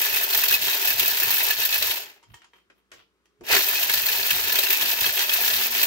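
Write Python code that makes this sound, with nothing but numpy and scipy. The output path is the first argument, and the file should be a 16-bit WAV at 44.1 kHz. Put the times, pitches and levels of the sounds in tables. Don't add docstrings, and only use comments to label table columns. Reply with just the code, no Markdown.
import sys
import numpy as np
from scipy import signal
from scipy.fft import rfft, irfft, next_fast_len
from scipy.io import wavfile

SR = 44100
rng = np.random.default_rng(int(sys.argv[2]) if len(sys.argv) > 2 else 0)


def waveform_to_disk(signal):
    frames = np.transpose(np.atleast_2d(signal))
    scaled = np.clip(frames, -1, 1) * 32767
    samples = np.round(scaled).astype(np.int16)
    wavfile.write(sys.argv[1], SR, samples)


N = 258426
T = np.arange(N) / SR
HZ = np.fft.rfftfreq(next_fast_len(N), 1 / SR)

# t/s, relative peak level/dB, hiss level/dB over peak, struck spot f/Hz
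CRACK_HITS = [(0.0134, -18, 6, 2530), (0.1582, -13.5, -4, 2540), (0.2314, -22, 8, 1720),
              (0.3304, -16.5, 2, 3300), (0.3457, -8, -2, 1780), (0.3737, -16, 6, 3330),
              (0.4343, -11.5, 2, 1760), (0.4814, -13, 2, 2680), (0.508, -13, 0, 1700),
              (0.5229, -9.5, 0, 2800), (0.5386, -10.5, 0, 4260), (0.6404, -29.5, -3, 2760),
              (0.6797, -15, -10, 1770), (0.6954, -21, 5, 1750), (0.7405, -20, -5, 2550),
              (0.8474, -17.5, 5, 2670), (0.8784, -15, 1, 2580), (0.9024, -16, 0, 4890),
              (0.9946, -9.5, 1.5, 2620), (1.0574, -16, 1, 2680), (1.0764, -20, 11, 3830),
              (1.1074, -21, 5, 2570), (1.1977, -15.5, 3, 4410), (1.2307, -16, 5, 1680),
              (1.3045, -14, 3, 1730), (1.3404, -15, 3, 2570), (1.3804, -19, 4, 4260),
              (1.4334, -27, 14, 1730), (1.506, -11.5, -2, 2570), (1.6174, -13.5, -9, 2650),
              (1.6495, -17.5, 6, 2620), (1.725, -12.5, -9, 3800), (1.7414, -13, -3, 3900),
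              (1.7778, -26, 11, 4910), (1.8233, -9, -18, 3970), (1.8598, -22, -19, 3710),
              (1.893, -22, -17, 4150), (1.9074, -15, -16, 2500), (3.5187, -28, -11, 2000),
              (3.5639, -8, -15, 1970), (3.5874, -18, 3, 2680), (3.684, -21, 10, 2270),
              (3.7524, -14, -7, 2520), (3.8304, -17, 4, 2740), (3.8945, -9, -15, 1780),
              (3.9365, -9, -1, 4400), (3.973, -12, -20, 2610), (4.06, -16, 3, 1750),
              (4.0837, -13.5, -5, 2600), (4.126, -13, -5, 2930), (4.2634, -22, 8, 3830),
              (4.305, -8.5, -5, 2500), (4.494, -11.5, -13, 2730), (4.5211, -13.5, 1, 4200),
              (4.554, -10.5, -7, 2600), (4.586, -9, -1, 3960), (4.633, -12, -7, 4530),
              (4.7027, -10.5, -0.5, 2620), (4.7269, -9.5, -2, 2500), (4.8095, -11, -12, 2550),
              (4.8554, -14, -13, 4900), (4.895, -21, -4, 1730), (4.9147, -16, -6, 3870),
              (5.0135, -18, -12, 2780), (5.0407, -15, -12, 1670), (5.0566, -15.5, -11, 2530),
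              (5.09, -15, -12, 2600), (5.172, -15.5, -14, 2600), (5.1906, -9.5, -10, 3200),
              (5.212, -17, -12, 4400), (5.2374, -17, -5, 2550), (5.2928, -12, -15, 2490),
              (5.3163, -26, -9, 2600), (5.3338, -12.5, 0.5, 4430), (5.4058, -19, 4, 2620),
              (5.4455, -19, 6, 2550), (5.4766, -13, -2, 1770), (5.5, -14, -9, 4420),
              (5.535, -13.5, -1, 3680), (5.6096, -18, -6, 2540), (5.7767, -14, -6, 1750),
              (5.8127, -10.5, -5, 4440), (5.8286, -7.5, 0.5, 2580)]
# t/s, relative peak level/dB, then bright, dull and lid ring level/dB over peak
LID_TAPS = [(2.2279, -55.5, -1, -11, 0), (2.2355, -51.5, -7, -9.5, -2.5), (2.3413, -46, 0.5, -13.5, 2.5),
            (2.4178, -45, -14, -29, -6), (2.443, -49, -7, -35, -10), (2.5339, -47.5, -17, -10, -6),
            (2.559, -59, -11, -14, -18), (2.582, -56, -13, -19.5, -12), (2.6998, -46.5, -19, -4.5, -14),
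            (2.9164, -36, -9.5, -16, -39), (2.9366, -44.5, -4.5, -4, -23), (3.256, -64.5, 1, -1, -4.5),
            (3.409, -50, -6.5, 13.5, -13)]
# t/s, rotation f/Hz, rms level/dB
SHAFT_TURNS = [(4.35, 205, -75), (4.45, 210, -58.5), (4.65, 212, -72), (4.85, 218, -56), (5.1, 214, -80),
               (5.3, 217, -62), (5.6, 232, -57.5), (5.86, 243, -53)]
# f/Hz, relative level/dB per Hz
AIR_SPECTRUM = [(24, -46.5), (40, -9.5), (154, -18), (188, -7), (253, -17), (377, -8), (637, -24.5),
                (949, -21.5), (1130, -17), (15500, -41)]
# f/Hz, relative level/dB per Hz
CHOP_SPECTRUM = [(120, -43), (200, -21.5), (283, -20), (400, -9.5), (536, -18.5), (927, -11.5), (1180, -19),
                 (1720, -8.5), (2110, -8), (2580, -2.5), (3040, -3.5), (4370, -8.5), (9420, -12.5),
                 (11700, -4.5), (13100, 6), (15700, 3.5)]
# f/Hz, width f/Hz, relative level/dB
CUP_MODES = [(416, 4.7, -16.5), (602, 14, -9.5), (689, 54, -6.5), (934, 87, -9.5), (1733, 43, -3.5),
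             (1958, 57, -8.5), (2559, 19, -0.5), (2640, 180, -0.5), (2800, 140, -13.5), (3283, 120, -4),
             (3800, 45, -3), (4300, 130, -1.5), (4730, 70, -11.5), (5740, 570, -9)]
# f/Hz, relative level/dB, t60 t/s
LID_MODES = [(950, 4, .04), (1250, -12, .1), (1870, 0, .045), (2300, -8, .04), (2870, -7, .035),
             (3170, -4, .1), (3550, -9, .04), (4900, -16, .06)]
# f/Hz, left minus right level/dB
STEREO_LEAN = [(60, 0), (300, -1.5), (700, 3.5), (1700, 4), (2500, -1.5), (3900, 4), (5000, -2),
               (8000, -3.5), (10000, 2), (11500, 5), (13000, 4), (15500, -3.5)]
# f/Hz, shared part of the power [0..1]
STEREO_LIKENESS = [(60, 0.34), (150, 0.15), (400, 1), (1200, 0.76), (2200, 0.053), (4000, 0.38),
                   (6000, 0.043), (15000, 0.13)]
# f/Hz, t60 t/s
ROOM_DECAY = [(300, 0.39), (1500, 0.12), (5000, 0.3), (14000, 0.043)]
# t/s, dip level/dB
KERNEL_LULLS = [(.1, -3.5), (.27, -6), (0.592, -6.5), (0.788, -3.5), (.96, -4), (1.15, -1.5), (1.56, -6),
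                (1.69, -4.5), (1.8, -4.5), (3.65, -1), (3.86, -1.5), (4.04, -4), (4.22, -2.5), (4.43, -2.5),
                (4.68, -2), (4.78, -1.5), (4.96, -4.5), (5.13, -4.5), (5.27, -6), (5.7, -5.5)]
# t/s, peak ring level/dB, length t/s, ring f/Hz
HAND_BUMPS = [(2.323, -54, 0.035, 108), (2.977, -71, .05, 96), (3.426, -57, 0.023, 111)]
# t/s, relative swish level/dB, relative patter level/dB, length t/s
CUP_SHAKES = [(2.34, -60, -57.5, 0.052), (2.438, -85, -65, 0.031), (2.57, -70, -68, 0.054),
              (2.78, -72, -75, 0.032), (2.944, -65, -69, 0.027), (2.989, -69, -61, 0.054),
              (3.257, -76, -72, 0.0097), (3.415, -76, -72, .015)]

SWITCH_OFF_S, SWITCH_ON_S = 1.9, 3.435
COAST_DB_PER_S, COAST_DB_PER_S2 = -74, -260
START_DB, SPIN_UP_S, SPIN_UP_BEND = -31, 0.091, 1.2
OVERSHOOT_DB, OVERSHOOT_S = 10, 0.065
LULL_S = 0.023
RATTLE_DB, HISS_DB, THUD_DB = -29.5, -27.5, -42.5
RATTLE_FOLLOWS, HISS_FOLLOWS, THUD_FOLLOWS = 0.94, 1.3, 0.63
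HISS_OVERSHOOT, THUD_OVERSHOOT = 0.28, 1.49
HISS_LULL = 0.95
CREST_DB = 7.5
SMALL_PER_S, SMALL_DB, SMALL_SPREAD_DB, SMALL_HISS_DB = 9, -15.5, 1, -8.5
SLIDE_RISE = 0.87
RUMBLE_DB, RUMBLE_WANDER_DB, RUMBLE_PER_S = -60, 16.5, 14
BUMP_ROUGH_DB = -3
AIR_DB = -75.5
HUM_HZ, HUM_DB = 58, -5
RIGHT_LATE = 8
EDGE_HZ = 15780


def chopping():
    db, lulls, overshoot = effort()
    rattle = gain_of(RATTLE_DB + RATTLE_FOLLOWS * db + lulls + overshoot)
    hiss = gain_of(HISS_DB + HISS_FOLLOWS * db + HISS_LULL * lulls + HISS_OVERSHOOT * overshoot)
    thud = gain_of(THUD_DB + THUD_FOLLOWS * db + lulls + THUD_OVERSHOOT * overshoot)
    return chop(rattle, hiss, thud)


def chop(rattle, hiss, thud):
    colour = gain_of(read(CHOP_SPECTRUM, HZ))
    s, peak_db, hiss_db, spot_hz = clumps()
    crack = bursts(s, peak_db - CREST_DB, 0.0023, 0.047)
    latest = np.maximum(np.searchsorted(s, T) - 1, 0)
    out = struck_spot(gain_of(-5) * crack, spot_hz[latest], 320)

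    ranges = (1200, 1710, -8.5), (2140, 6400, -7), (3240, 7070, -3.5), (5600, 5800, -7.5)
    for lo_hz, hi_hz, db in ranges:
        chips = rattle * pelting(400, 2.2, .025)
        envelope = gain_of(db) * np.hypot(chips, gain_of(-0.5) * crack)
        out += stereo_noise(envelope, colour * band(lo_hz, hi_hz))

    dust = gain_of(2.5) * hiss * pelting(700, 2.8, .02)
    spray = bursts(s, peak_db + hiss_db - 3.0, 0.0036, .05)
    out += stereo_noise(np.hypot(dust, gain_of(5.5) * spray), colour * band(5300, 43000))

    body = np.hypot(rattle, gain_of(5.5) * crack)
    thud = thud * np.hypot(.8, gain_of(22.5) * crack)
    out += stereo_noise(thud * gain_of(4.0) * pelting(300, 2.2, 0.067), colour * band(230, 1950))

    for hz, width, db in CUP_MODES:
        mode = band(hz / 2, hz * 2) / np.hypot(1, 2 * (HZ - hz) / width)
        drive = thud * gain_of(10.0) if hz < 1200 else body
        out += stereo_noise(drive * pelting(140, 4.1, 0.038) * gain_of(db - 12), mode)
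    return out


def effort():
    t = T[::32]
    coast = np.clip(t - SWITCH_OFF_S, 0, None)
    spin = (t - SWITCH_ON_S) / SPIN_UP_S
    first = COAST_DB_PER_S * coast + COAST_DB_PER_S2 * coast ** 2
    second = np.where(spin > 0, START_DB * np.clip(1 - spin, 0, 1) ** SPIN_UP_BEND, -200)
    lulls = sum(db * np.exp(-((t - s) / LULL_S) ** 2) for s, db in KERNEL_LULLS)
    settling = np.exp(-np.clip(spin - 1, 0, None) ** 2 * (SPIN_UP_S / OVERSHOOT_S) ** 2)
    overshoot = OVERSHOOT_DB * np.clip(spin, 0, 1) * settling
    return [np.interp(T, t, db) for db in (np.maximum(first, second), lulls, overshoot)]


def clumps():
    when, size, spot = rng.random((round(SMALL_PER_S * N / SR), 3)).T
    at = (when * (N - 1)).astype(int)
    small_db = SMALL_DB + SMALL_SPREAD_DB * (size - .5) + sum(effort()[:2])[at]
    spots = np.array(CUP_MODES)[4:12, 0]
    spot_hz = spots[(spot * len(spots)).astype(int)]
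    small = np.c_[T[at], small_db, SMALL_HISS_DB + 0 * size, spot_hz]
    rows = np.r_[CRACK_HITS, small]
    return rows[np.argsort(rows[:, 0])].T


def struck_spot(envelope, hz, width):
    turn = np.exp(2j * np.pi * np.cumsum(hz) / SR)
    r = np.exp(-np.pi * width / SR)
    noise = envelope * (rng.standard_normal(N) + 2.26 * rng.standard_normal((2, N)))
    smooth = signal.lfilter([1 - r], [1, -r], noise / turn)
    left, right = np.sqrt(2 / (1 - r)) * (turn * smooth).real
    return np.array([left, np.roll(right, RIGHT_LATE)])


def shaft():
    s, hz, db = np.transpose(SHAFT_TURNS)
    turns = np.cumsum(np.interp(T, s, hz)) / SR
    level = np.sqrt(2) * gain_of(np.interp(T, s, db))
    fade_in = np.clip((T - s[0]) / 0.079, 0, 1)
    return level * fade_in * np.sin(2 * np.pi * turns)


def taps():
    s, peak_db, bright_db, dull_db, ring_db = np.transpose(LID_TAPS)
    middle = bursts(s, peak_db - 8.5, 0.00062, 0.075)
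    bright = bursts(s, peak_db + bright_db - 5.5, 0.00039, 0.066)
    dull = bursts(s, peak_db + dull_db - 5.5, 0.0022, 0.066)
    out = stereo_noise(middle, band(1200, 2500))
    out += stereo_noise(bright, band(6200, 6600) * 4000 / (HZ + 4000))
    out += stereo_noise(dull, band(260, 1060) / np.hypot(1, (HZ - 390) / 80))
    t = T[:12000]
    blows = bursts(s, peak_db + ring_db - 8.5, 0.00034, 0.003)
    for hz, db, t60 in LID_MODES:
        ring = gain_of(db - 60 * t / t60) * np.sin(2 * np.pi * hz * t)
        out += signal.oaconvolve(blows * rng.standard_normal(N), ring)[:N]
    return out


def shaking():
    patter = slides(column=2) * gain_of(-2.0) * pelting(150, 1.8, 0.02)
    swish = slides(column=1) * gain_of(-7.0) * pelting(900, 2.1, 0.012)
    out = stereo_noise(patter, band(880, 3000) * (0.68 + 1 / np.hypot(1, (HZ - 3100) / 120)))
    return out + stereo_noise(swish, band(12000, 15500) ** 2)


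def slides(column):
    t = T[::32]
    total = np.zeros(len(t))
    for row in CUP_SHAKES:
        s, length = row[0], row[3]
        bend = 2 * (t - s) / length / np.where(t < s, SLIDE_RISE, 1)
        total += gain_of(row[column]) / np.cosh(np.clip(bend, -50, 50))
    return np.interp(T, t, total)


def kitchen(x):
    hz, t, z = signal.stft(rng.standard_normal((3, 2, SR // 2)), SR, nperseg=256)
    decay = gain_of(-60 * t / read(ROOM_DECAY, hz)[:, None])
    tails = signal.istft(z * decay, SR, nperseg=256)[1]
    tails *= np.clip(T[:tails.shape[-1]] / 0.011, 0, 1)
    tails = tails / np.linalg.norm(tails[0, 0]) / np.sqrt(3 / 2)
    out = np.zeros((2, N))
    for k, tail in enumerate(tails):
        fade = np.cos(2 * np.pi * (2.0 * T + k / 3))
        out += signal.fftconvolve(x * fade, tail, axes=1)[:, :N]
    return out


def handling():
    knots = rng.standard_normal(400)
    wander = np.interp(T * RUMBLE_PER_S, np.arange(len(knots)), knots)
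    rumble_db = RUMBLE_DB + RUMBLE_WANDER_DB * np.minimum(wander, .3) + sum(effort())
    rumble = gain_of(rumble_db) * pelting(110, 3.2, 0.13)
    pushes, rings = np.zeros(N), np.zeros(N)
    for s, db, length, hz in HAND_BUMPS:
        push = gain_of(db) * np.exp(-((T - s) / length) ** 2)
        pushes += push
        rings += push * np.sin(2 * np.pi * hz * (T - s))
    return rings + stereo_noise(rumble + gain_of(BUMP_ROUGH_DB) * pushes, band(46, 150))


def kitchen_air():
    air = stereo_noise(gain_of(AIR_DB), gain_of(read(AIR_SPECTRUM, HZ)) * band(70, 20000))
    return air + gain_of(AIR_DB + HUM_DB) * np.sin(2 * np.pi * HUM_HZ * T)


def pelting(per_s, spread_db, t60):
    size = gain_of(spread_db * np.minimum(rng.exponential(1, N), 4))
    strikes = size * (rng.random(N) < per_s / SR)
    power = signal.oaconvolve(strikes ** 2, gain_of(-120 * T[:4000] / t60))[:N]
    return evened(np.sqrt(abs(power)))


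def bursts(times, peak_db, rise, t60):
    spikes, t = np.zeros(N), T[:16000]
    spikes[(np.array(times) * SR).astype(int)] = gain_of(2 * np.array(peak_db))
    shape = (1 - np.exp(-t / rise)) * gain_of(-60 * t / t60)
    return np.sqrt(abs(signal.oaconvolve(spikes, shape ** 2)[:N]))


def stereo_noise(envelope, colour):
    shared, left, right = rfft(envelope * rng.standard_normal((3, N)), next_fast_len(N))
    same = np.clip(read(STEREO_LIKENESS, HZ), 0, 1)
    late = np.exp(-2j * np.pi * HZ * RIGHT_LATE / SR)
    common = np.sqrt(same) * shared * np.array([late ** 0, late])
    pair = common + np.sqrt(1 - same) * np.array([left, right])
    lean = gain_of(np.outer([.5, -.5], read(STEREO_LEAN, HZ)))
    level_colour = colour / np.sqrt(np.mean(colour ** 2))
    return np.sqrt(2) * irfft(pair * lean * level_colour, next_fast_len(N))[:, :N]


def band(lo_hz, hi_hz):
    return 1 / np.sqrt((1 + (lo_hz / (HZ + 1)) ** 6) * (1 + (HZ / hi_hz) ** 6))


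def read(points, hz):
    f, value = np.transpose(points)
    return np.interp(np.log(hz + 1), np.log(f + 1), value)


def evened(x):
    return x / np.sqrt(np.mean(x ** 2) + 1e-20)


def gain_of(db):
    return 10 ** (np.asarray(db) / 20)


def scene():
    grind, knocks = chopping(), taps() + shaking()
    to_room = gain_of(-13) * grind.mean(0) + gain_of(-3.5) * knocks.mean(0)
    return grind + shaft() + knocks + kitchen(to_room[None]) + handling() + kitchen_air()


def record(dry):
    rounded = .9 * np.tanh(dry / .9)
    low_pass = signal.firwin(1023, EDGE_HZ, window=("kaiser", 9), fs=SR)
    return signal.oaconvolve(rounded, low_pass[None], "same")


dry = scene()
out = record(dry)
waveform_to_disk(out)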